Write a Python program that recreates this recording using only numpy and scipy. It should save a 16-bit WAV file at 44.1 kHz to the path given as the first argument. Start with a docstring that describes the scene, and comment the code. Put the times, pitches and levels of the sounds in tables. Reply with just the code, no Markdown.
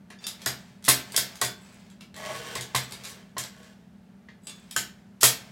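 """Brass slide viewer on a glass table

In a small, hard room an appliance hums faintly while a lever lifts and drops glass slides.
Impacts excite damped modes: catches click, the carriage knocks and the table thumps under it.
Friction drives resonances: midway the antique viewer is turned, scraping on its base plate."""
import sys
import numpy as np
from scipy import signal
from scipy.fft import rfft, irfft
from scipy.io import wavfile

SR = 44100
rng = np.random.default_rng(int(sys.argv[2]) if len(sys.argv) > 2 else 0)


def master(y):
    """Save y as 16-bit WAV."""
    cut = np.clip(np.atleast_2d(y).T, -1, 1)
    pcm = np.round(cut * 32767)  # scale
    wavfile.write(sys.argv[1], SR, pcm.astype(np.int16))


N = 242991
TIME = np.arange(N) / SR


def from_db(db):
    """Amplitude ratio: a factor of ten per 20 dB."""
    return 10 ** (np.asarray(db) / 20)


def unit_rms(x):
    """Normalisation to unit power."""
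    return x / np.sqrt(np.mean(x ** 2) + 1e-20)


def add(track, t, sound):
    """Superposition: the sound joins the track at t seconds."""
    start = max(round(t * SR), 0)
    track[start:start + len(sound)] += sound[:max(len(track) - start, 0)]


def at_hz(points, hz):
    """Interpolation on a logarithmic frequency axis."""
    freqs, values = np.transpose(points)
    return np.interp(np.log(hz + 1), np.log(freqs), values)


def drift(per_s):
    """Random modulation: Gaussian values joined by straight lines."""
    knots = rng.standard_normal(2048)
    return np.interp(TIME * per_s, np.arange(len(knots)), knots)


def decay(t60, size=N):
    """Exponential damping: 60 dB lost in t60 seconds."""
    return np.exp(-np.log(1000) * TIME[:size] / t60)


def strokes(rows, attack_s, t60):
    """Envelope of movements: linear rise, hold, exponential decay."""
    envelope = np.zeros(N)
    for t, length, db in rows:
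        rise = np.clip((TIME - t) / attack_s, 0, 1)
        release_db = -60 * np.maximum(TIME - t - length, 0) / t60
        envelope += rise * from_db(db + release_db)
    return envelope


def colour(x, spectrum, tilt=0, size=4096):
    """Minimum-phase filtering at unit power gain; tilt in dB per octave."""
    hz = np.arange(size // 2 + 1) * SR / size
    gain = unit_rms(from_db(at_hz(spectrum, hz) + tilt * np.log2(hz + 1)))
    cepstrum = irfft(np.log(gain))[:size // 2]
    cepstrum[1:] *= 2
    response = irfft(np.exp(rfft(cepstrum, size)))
    return signal.fftconvolve(x, response)[:len(x)]


def ring(hz, t60, size=int(.4 * SR)):
    """Free vibration of one mode: a damped sinusoid."""
    return np.sin(2 * np.pi * hz * TIME[:size]) * decay(t60, size)


def strike(modes, spread_db, tilt=0):
    """Modal superposition: a blow gives each mode its own strength and sign."""
    hz, db, t60 = np.transpose(modes)
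    octaves = np.log2(hz) - np.mean(np.log2(hz))
    gains = from_db(db + tilt * octaves + spread_db * rng.standard_normal(len(hz)))
    gains *= rng.choice([-1, 1], len(hz))
    return sum(g * ring(f, t) for g, f, t in zip(gains, hz, t60))


def clash(t60, size=SR // 6, spread_s=0.0013):
    """Modal overlap: a blow spreads through many joined parts and decays as noise."""
    swell = 1 - np.exp(-TIME[:size] / spread_s)
    return rng.standard_normal(size) * decay(t60, size) * swell


def tick(touches, t60=0.0082):
    """Convolution: each light touch sets off a very short clash."""
    return unit_rms(signal.fftconvolve(touches, clash(t60))[:N])


def resonate(force, hz, width_hz):
    """Forced vibration of a two-pole resonator, at unit rms."""
    radius = np.exp(-np.pi * width_hz / SR)
    feedback = [1, -2 * radius * np.cos(2 * np.pi * hz / SR), radius ** 2]
    return unit_rms(signal.lfilter([1, 0, -1], feedback, force))


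def slips(per_s, spread_db):
    """Stick-slip friction as a Poisson train of uneven impulses."""
    sizes = from_db(spread_db * np.minimum(rng.exponential(1, N), 4)) * rng.choice([-1, 1], N)
    return unit_rms(sizes * (rng.random(N) < per_s / SR))


# Reverberation time of the room: f/Hz, T60/s
ROOM_DECAY = [(100, 1), (400, 0.3), (1500, 0.33), (4000, 0.28), (7000, 0.23), (11000, 0.14), (16000, 0.26)]

def room(x, size=int(.6 * SR), build_up_s=.007):
    """Reverberation: dense reflections build up, then last longest in the bass."""
    edges = np.geomspace(70, 18000, 15)
    white, tail = rng.standard_normal((2, size)), 0
    for k, (low, high) in enumerate(zip(edges, edges[1:])):
        band = signal.sosfilt(signal.butter(2, [low, high], "band", fs=SR, output="sos"), white[k % 2])
        tail += band * decay(at_hz(ROOM_DECAY, np.sqrt(low * high)), size)
    build_up = 1 - np.exp(-(TIME[:size] / build_up_s) ** 2)
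    return signal.fftconvolve(x, unit_rms(tail * build_up) / np.sqrt(size))[:N]


# Motor tones of the appliance: f/Hz, rms level/dB
HUM_TONES = [(100, -79), (174, -60.5), (187, -61.5), (199, -57), (235, -62), (399, -77), (594, -76.5)]
# Noise spectrum of the still room: f/Hz, relative level/dB
AIR_SPECTRUM = [(15, -53), (25, -15.5), (127, -7), (166, -8), (195, -0.5), (229, -8), (301, -16),
                (405, -15.5), (531, -21), (734, -19.5), (1070, -27), (1560, -25.5), (2910, -33),
                (14800, -48), (16000, -51.5)]

def background(air_db=-56.5):
    """Phase modulation makes the motor tones waver over steady broadband noise."""
    hum = np.zeros(N)
    for hz, db in HUM_TONES:
        phase = 2 * np.pi * hz * TIME + drift(4.9) + rng.uniform(0, 2 * np.pi)
        hum += from_db(db) * np.sqrt(2) * np.sin(phase)
    return hum + from_db(air_db) * colour(rng.standard_normal(N), AIR_SPECTRUM)


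# Slides travelling along their guides: t/s, duration/s, level/dB
SLIDE_TRAVELS = [(0.19, 0.025, -50.5), (0.37, 0.23, -58.5), (0.86, 0.35, -53.5), (1.25, 0.053, -57),
                 (1.55, 0.26, -62.5), (2.2, 0.92, -59), (4.42, 0.5, -66), (5.34, 0.061, -54)]
# Spectrum of rubbing: f/Hz, relative level/dB
RUB_SPECTRUM = [(20, -45.5), (200, -7.5), (600, 8), (1100, 5.5), (2000, 6.5), (3500, 3.5), (5000, 2),
                (8000, -1), (12000, -13.5), (16000, -11)]

def guides():
    """Sliding friction: glass rubs unevenly along brass."""
    friction = slips(per_s=2500, spread_db=3) * from_db(2 * drift(35))
    return strokes(SLIDE_TRAVELS, attack_s=0.05, t60=0.73) * colour(friction, RUB_SPECTRUM)


# Modes of the steel spring: f/Hz, level/dB, T60/s
SPRING_MODES = [(2760, -9.5, 0.22), (3476, -7.5, 0.31), (3890, -1.5, 0.043), (4880, -5, 0.18),
                (6700, -8.5, 0.18), (7500, -21, 0.14), (7730, 3.5, 0.06), (8290, -1, 0.1),
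                (9700, -11, 0.12), (10500, -14, 0.12), (12650, -34.5, .14)]
# Spells of trembling: t/s, duration/s, level/dB
SPRING_TREMBLES = [(1.54, 0.24, -67), (2.76, 0.089, -51), (4.41, 0.18, -62.5)]

def spring_jingle(width_hz=22, tilt=3.4, tick_db=-6):
    """Random excitation: the loose spring ticks against its hook, favouring its high modes."""
    touches = slips(per_s=80, spread_db=1.5)
    shimmer = sum(from_db(db + tilt * np.log2(hz)) * resonate(touches, hz, width_hz)
                  for hz, db, _ in SPRING_MODES)
    ticks = from_db(tick_db) * colour(tick(touches), CLICK_SPECTRUM, tilt=12)
    return strokes(SPRING_TREMBLES, attack_s=0.047, t60=0.21) * (unit_rms(shimmer) + ticks)


def spring_ring():
    """Free vibration: thin steel rings on after each jolt of a dropping slide."""
    out = np.zeros(N)
    for t, db, _, _, spring_db in drop_contacts():
        add(out, t, from_db(db + spring_db) * strike(SPRING_MODES, spread_db=1.5, tilt=1.5))
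    return out


# Modes of the latch: f/Hz, level/dB, T60/s
LATCH_MODES = [(1700, -12, .1), (2700, -11, .14), (3570, -1, .16), (4720, -3, .13), (5500, -9, .12),
               (6200, -11, .1), (6800, -11, .12), (9100, -14, .1)]
# Blows on the latch: t/s, level/dB
LATCH_CLINKS = [(0.188, -52), (0.217, -66), (0.241, -34.5), (2.005, -62.5)]

def latch():
    """Sparse modes give a small struck steel piece a clear pitch."""
    out = np.zeros(N)
    for t, db in LATCH_CLINKS:
        add(out, t, from_db(db) * strike(LATCH_MODES, spread_db=2))
    return out


# Resonances of the base plate on glass: f/Hz, bandwidth/Hz, level/dB before and after the swing
PLATE_MODES = [(132, 23, -6, -5), (467, 51, -11, 1.5), (634, 23, 5.5, -7), (800, 280, 5.5, -20),
               (1098, 27, 1, -8.5), (1502, 46, -12, -3.5), (1687, 56, -5, -5), (1913, 75, 5, -29.5),
               (2780, 80, -19, -9), (3086, 47, -9, -8)]
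# Swing onto another edge: t/s, share of the second contact patch
WEIGHT_SHIFT = [(2.34, 0.14), (2.40, 0.91)]
# Hands pushing the base round: t/s, duration/s, level/dB
BASE_PUSHES = [(2.15, 0.38, -41.5), (2.98, 0.19, -57), (3.48, 0.17, -56)]

def base_scrape(plate_db=-6, rub_db=-9, snag_db=-14):
    """Stick-slip drives the plate as grit snags under it; shifting weight rebalances its modes."""
    friction = slips(per_s=2200, spread_db=3) * from_db(1.7 * drift(70))
    snags = tick(slips(per_s=45, spread_db=2.5))
    swung = np.interp(TIME, *np.transpose(WEIGHT_SHIFT))
    effort = strokes(BASE_PUSHES, attack_s=0.094, t60=0.6)
    plate = sum(from_db(before + (after - before) * swung) * resonate(friction, hz, width)
                for hz, width, before, after in PLATE_MODES)
    grit = from_db(rub_db) * colour(friction, RUB_SPECTRUM)
    grit += from_db(snag_db) * colour(snags, CLICK_SPECTRUM, tilt=-4.5)
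    return effort * grit, effort * from_db(plate_db) * plate


# Loose parts rattling: t/s, duration/s, level/dB, loss per contact/dB, tilt/(dB/octave), f/Hz
PART_RATTLES = [(0.417, 0.019, -39, 11, -4.5, 3980), (0.849, 0.021, -28.5, 3, -1, 3750),
                (0.888, 0.017, -8, 6.5, 0.5, 10400), (2.908, 0.036, -40, 5.5, -3.5, 4200),
                (3.036, .018, -38, -1, -4, 4270), (3.072, .031, -44, -1, 0, 6800),
                (3.381, 0.016, -24, 5, -1.5, 7500), (5.21, 0.011, -24.5, 0, 0, 6040),
                (5.231, 0.026, -6.5, 3.5, 1, 8120)]

def rattle_contacts(count=4, pitch_spread=.2, jitter=.2):
    """Repeated impact: an uneven run of contacts, each at another spot and so another pitch."""
    contacts = []
    for t, length, db, loss_db, tilt, hz in PART_RATTLES:
        for k, (late, shift) in enumerate(rng.uniform(-1, 1, (count, 2))):
            step = k + jitter * late * (k > 0)
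            onset = t + length * step / (count - 1)
            contacts.append((onset, db - loss_db * k, tilt, hz * np.exp(pitch_spread * shift)))
    return contacts


# Slides dropping: t/s, level/dB, tilt/(dB/octave), f/Hz, bounce delay/s,
# bounce level/dB re the drop, spring level/dB re each contact
SLIDE_DROPS = [(1.163, -11.5, 1, 5430, 0.013, -9, -30), (1.414, -18, -0.5, 7320, 0.033, -6, -11),
               (2.553, -26.5, -3.5, 7550, 0.056, -3, -11.5), (2.749, -20.5, -2.5, 4100, .012, -1, -12.5),
               (4.470, -36, -5.5, 8760, .025, -4, -4), (4.763, -17, -2, 7180, 0.026, -12, -30.5),
               (5.244, -11, -0.5, 10600, 0.053, -22, -27.5)]

def drop_contacts():
    """Inelastic rebound: a slide lands, bounces once and lands more softly."""
    return [(t + delay, db + change_db, tilt, hz, spring_db)
            for t, db, tilt, hz, gap, bounce_db, spring_db in SLIDE_DROPS
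            for delay, change_db in ((0, 0), (gap, bounce_db))]


# Single clicks of a catch or glass edge: t/s, level/dB, tilt/(dB/octave), f/Hz
CATCH_CLICKS = [(0.102, -43, -7.5, 9100), (0.2668, -23, -1.5, 7150), (0.460, -17, -2, 8040),
                (0.824, -47, -6, 3480), (0.841, -35, -1.5, 4260), (0.883, -11, 4, 4010),
                (1.12, -35.5, -1, 8800), (1.144, -35, -4, 3360), (1.355, -39.5, -2, 6540),
                (1.900, -50.5, -5, 7450), (2.008, -39.5, -7, 2830), (2.142, -38, -8, 4220),
                (2.163, -40, -2, 4120), (2.360, -35.5, -5, 4200), (2.921, -31, -4.5, 4540),
                (3.437, -32, -5, 7300), (3.63, -50, -6, 8000), (4.710, -32.5, -2, 4420),
                (5.207, -38.5, -2.5, 6140)]
# Spectrum of a hard contact: f/Hz, relative level/dB
CLICK_SPECTRUM = [(20, -67.5), (150, -21), (600, -19), (1600, -7), (2600, -3.5), (3400, 2), (4300, 1.5),
                  (6000, 2), (8200, 3.5), (11000, 2), (13500, -2.5), (16000, -10.5)]

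def clicks(crack_db=4.5, part_db=-9, glass_db=-21, rebound_db=-11, rebound_s=.006, glass_modes=240):
    """Brief impacts are broadband: each cracks and rings both a small part and the glass slides."""
    cracks, rings, size = np.zeros(N), np.zeros(N), SR // 9
    glass = np.array([ring(f, t60=.09, size=size) for f in rng.uniform(2500, 15500, glass_modes)])
    glass /= np.sqrt(glass_modes / 2)
    for t, db, tilt, hz, *_ in drop_contacts() + rattle_contacts() + list(CATCH_CLICKS):
        crack = clash(t60=0.02, size=size)
        rebounds = np.cumsum(rebound_s * rng.uniform(0.46, 2, size=3))
        for k, delay in enumerate(rebounds):   # loose parts chatter, weaker each time
            add(crack, delay, from_db(rebound_db) / (k + 1) * clash(t60=0.02, size=size))
        cluster_hz = hz * np.exp(.05 * rng.standard_normal(6))
        part = sum((-1) ** k * ring(f, t60=0.037, size=size) for k, f in enumerate(cluster_hz)) / 2
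        glass_ring = rng.standard_normal(glass_modes) @ glass
        add(cracks, t, from_db(db + crack_db) * colour(crack, CLICK_SPECTRUM, tilt))
        add(cracks, t, from_db(db + part_db) * part)
        add(rings, t, from_db(db + glass_db) * colour(glass_ring, CLICK_SPECTRUM, tilt))
    return cracks, rings


# Modes of the brass frame: f/Hz, level/dB, T60/s
FRAME_MODES = [(259, -13.5, 0.27), (356, -20.5, 0.22), (424, -13.5, 0.32), (502, -16.5, 0.14),
               (622, -10, 0.46), (714, -8.5, 0.24), (890, -13, 0.3), (1074, 0.5, 0.15), (1216, -17, 0.07),
               (1325, -10, 0.097), (1556, -14, 0.48), (1708, -10, 0.12), (1890, -3.5, .18), (1956, -3, .18),
               (3270, -15, 0.13), (3960, -8, .22), (4380, -9.5, 0.36), (5360, -17, 0.06)]
# Modes of the glass table: f/Hz, level/dB, T60/s
TABLE_MODES = [(66.2, -16.5, 0.77), (80, -5, 0.31), (117, 2.5, 0.22), (127, 5, 0.31), (138, -14, .28),
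               (156, -9.5, 0.26), (235, -18, 0.22)]
# Spectrum of a heavy blow: f/Hz, relative level/dB
KNOCK_SPECTRUM = [(20, -57), (70, -38), (200, -13.5), (400, 3.5), (700, -1.5), (1100, -8), (1900, 3.5),
                  (2600, -4), (5000, -6.5), (16000, -44.5)]
# Carriage hitting its stops, base settling: t/s, level/dB, f/Hz, ring level/dB, thump level/dB
CARRIAGE_KNOCKS = [(0.104, -43.5, 1020, -51, -64), (0.463, -29.5, 1708, -25.5, -39),
                   (0.880, -16.5, 1103, -24, -32.5), (1.142, -34.5, 1600, -44, -59),
                   (1.176, -28.5, 1530, -33.5, -45), (1.415, -22, 1130, -26, -40),
                   (2.556, -30.5, 1060, -36, -39), (2.747, -25, 1027, -23.5, -33.5),
                   (3.367, -33, 1046, -29, -45.5), (4.286, -49.5, 1883, -45.5, -64.5),
                   (4.763, -31.5, 1530, -20.5, -45.5), (5.230, -18.5, 1343, -17.5, -37.5),
                   (5.233, -27, 400, -24, -39.5)]

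def knocks(part_t60=0.085, neighbour_db=-6, frame_db=-2, frame_db_per_db=1.167, swell_s=0.014):
    """Coupled vibration: a blow rings the struck part and frame; the table responds more slowly."""
    blows, body = np.zeros(N), np.zeros(N)
    for t, db, hz, ring_db, thump_db in CARRIAGE_KNOCKS:
        below, above = hz * (1 + 0.078 * rng.uniform(.5, 2.2, size=2) * [-1, 1])
        neighbours = ring(below, part_t60) - ring(above, part_t60)
        part = ring(hz, part_t60) + from_db(neighbour_db) * neighbours
        thump = strike(TABLE_MODES, spread_db=0.7)
        thump *= 1 - np.exp(-TIME[:len(thump)] / swell_s)
        add(blows, t, from_db(db) * colour(clash(t60=0.057), KNOCK_SPECTRUM))
        frame = from_db(frame_db_per_db * db + frame_db) * strike(FRAME_MODES, spread_db=1)
        add(body, t, from_db(ring_db) * part + frame + from_db(thump_db) * thump)
    return blows, body


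def scene(top_room_db=1, below_room_db=1, ringing_room_db=-12):
    """Direct and reverberant fields: slides on top and carriage below reflect by different paths."""
    blows, body = knocks()
    cracks, glass = clicks()
    grit, plate = base_scrape()
    top, below = cracks + guides(), blows + grit
    ringing = body + glass + spring_ring() + latch() + spring_jingle() + plate
    reflections = from_db(top_room_db) * room(top)
    reflections += room(from_db(below_room_db) * below + from_db(ringing_room_db) * ringing)
    return (top + below + ringing + reflections + background())[None]


def record(dry, low_cut_hz=46, high_cut_hz=16000, ceiling=.85):
    """Band limiting and soft saturation: deep bass and top are cut, the highest peaks rounded."""
    thin = signal.sosfilt(signal.butter(3, low_cut_hz, "high", fs=SR, output="sos"), dry)
    rounded = thin / (1 + (thin / ceiling) ** 4) ** .25
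    return signal.sosfilt(signal.ellip(12, .1, 95, high_cut_hz, fs=SR, output="sos"), rounded)


dry = scene()
out = record(dry)
master(out)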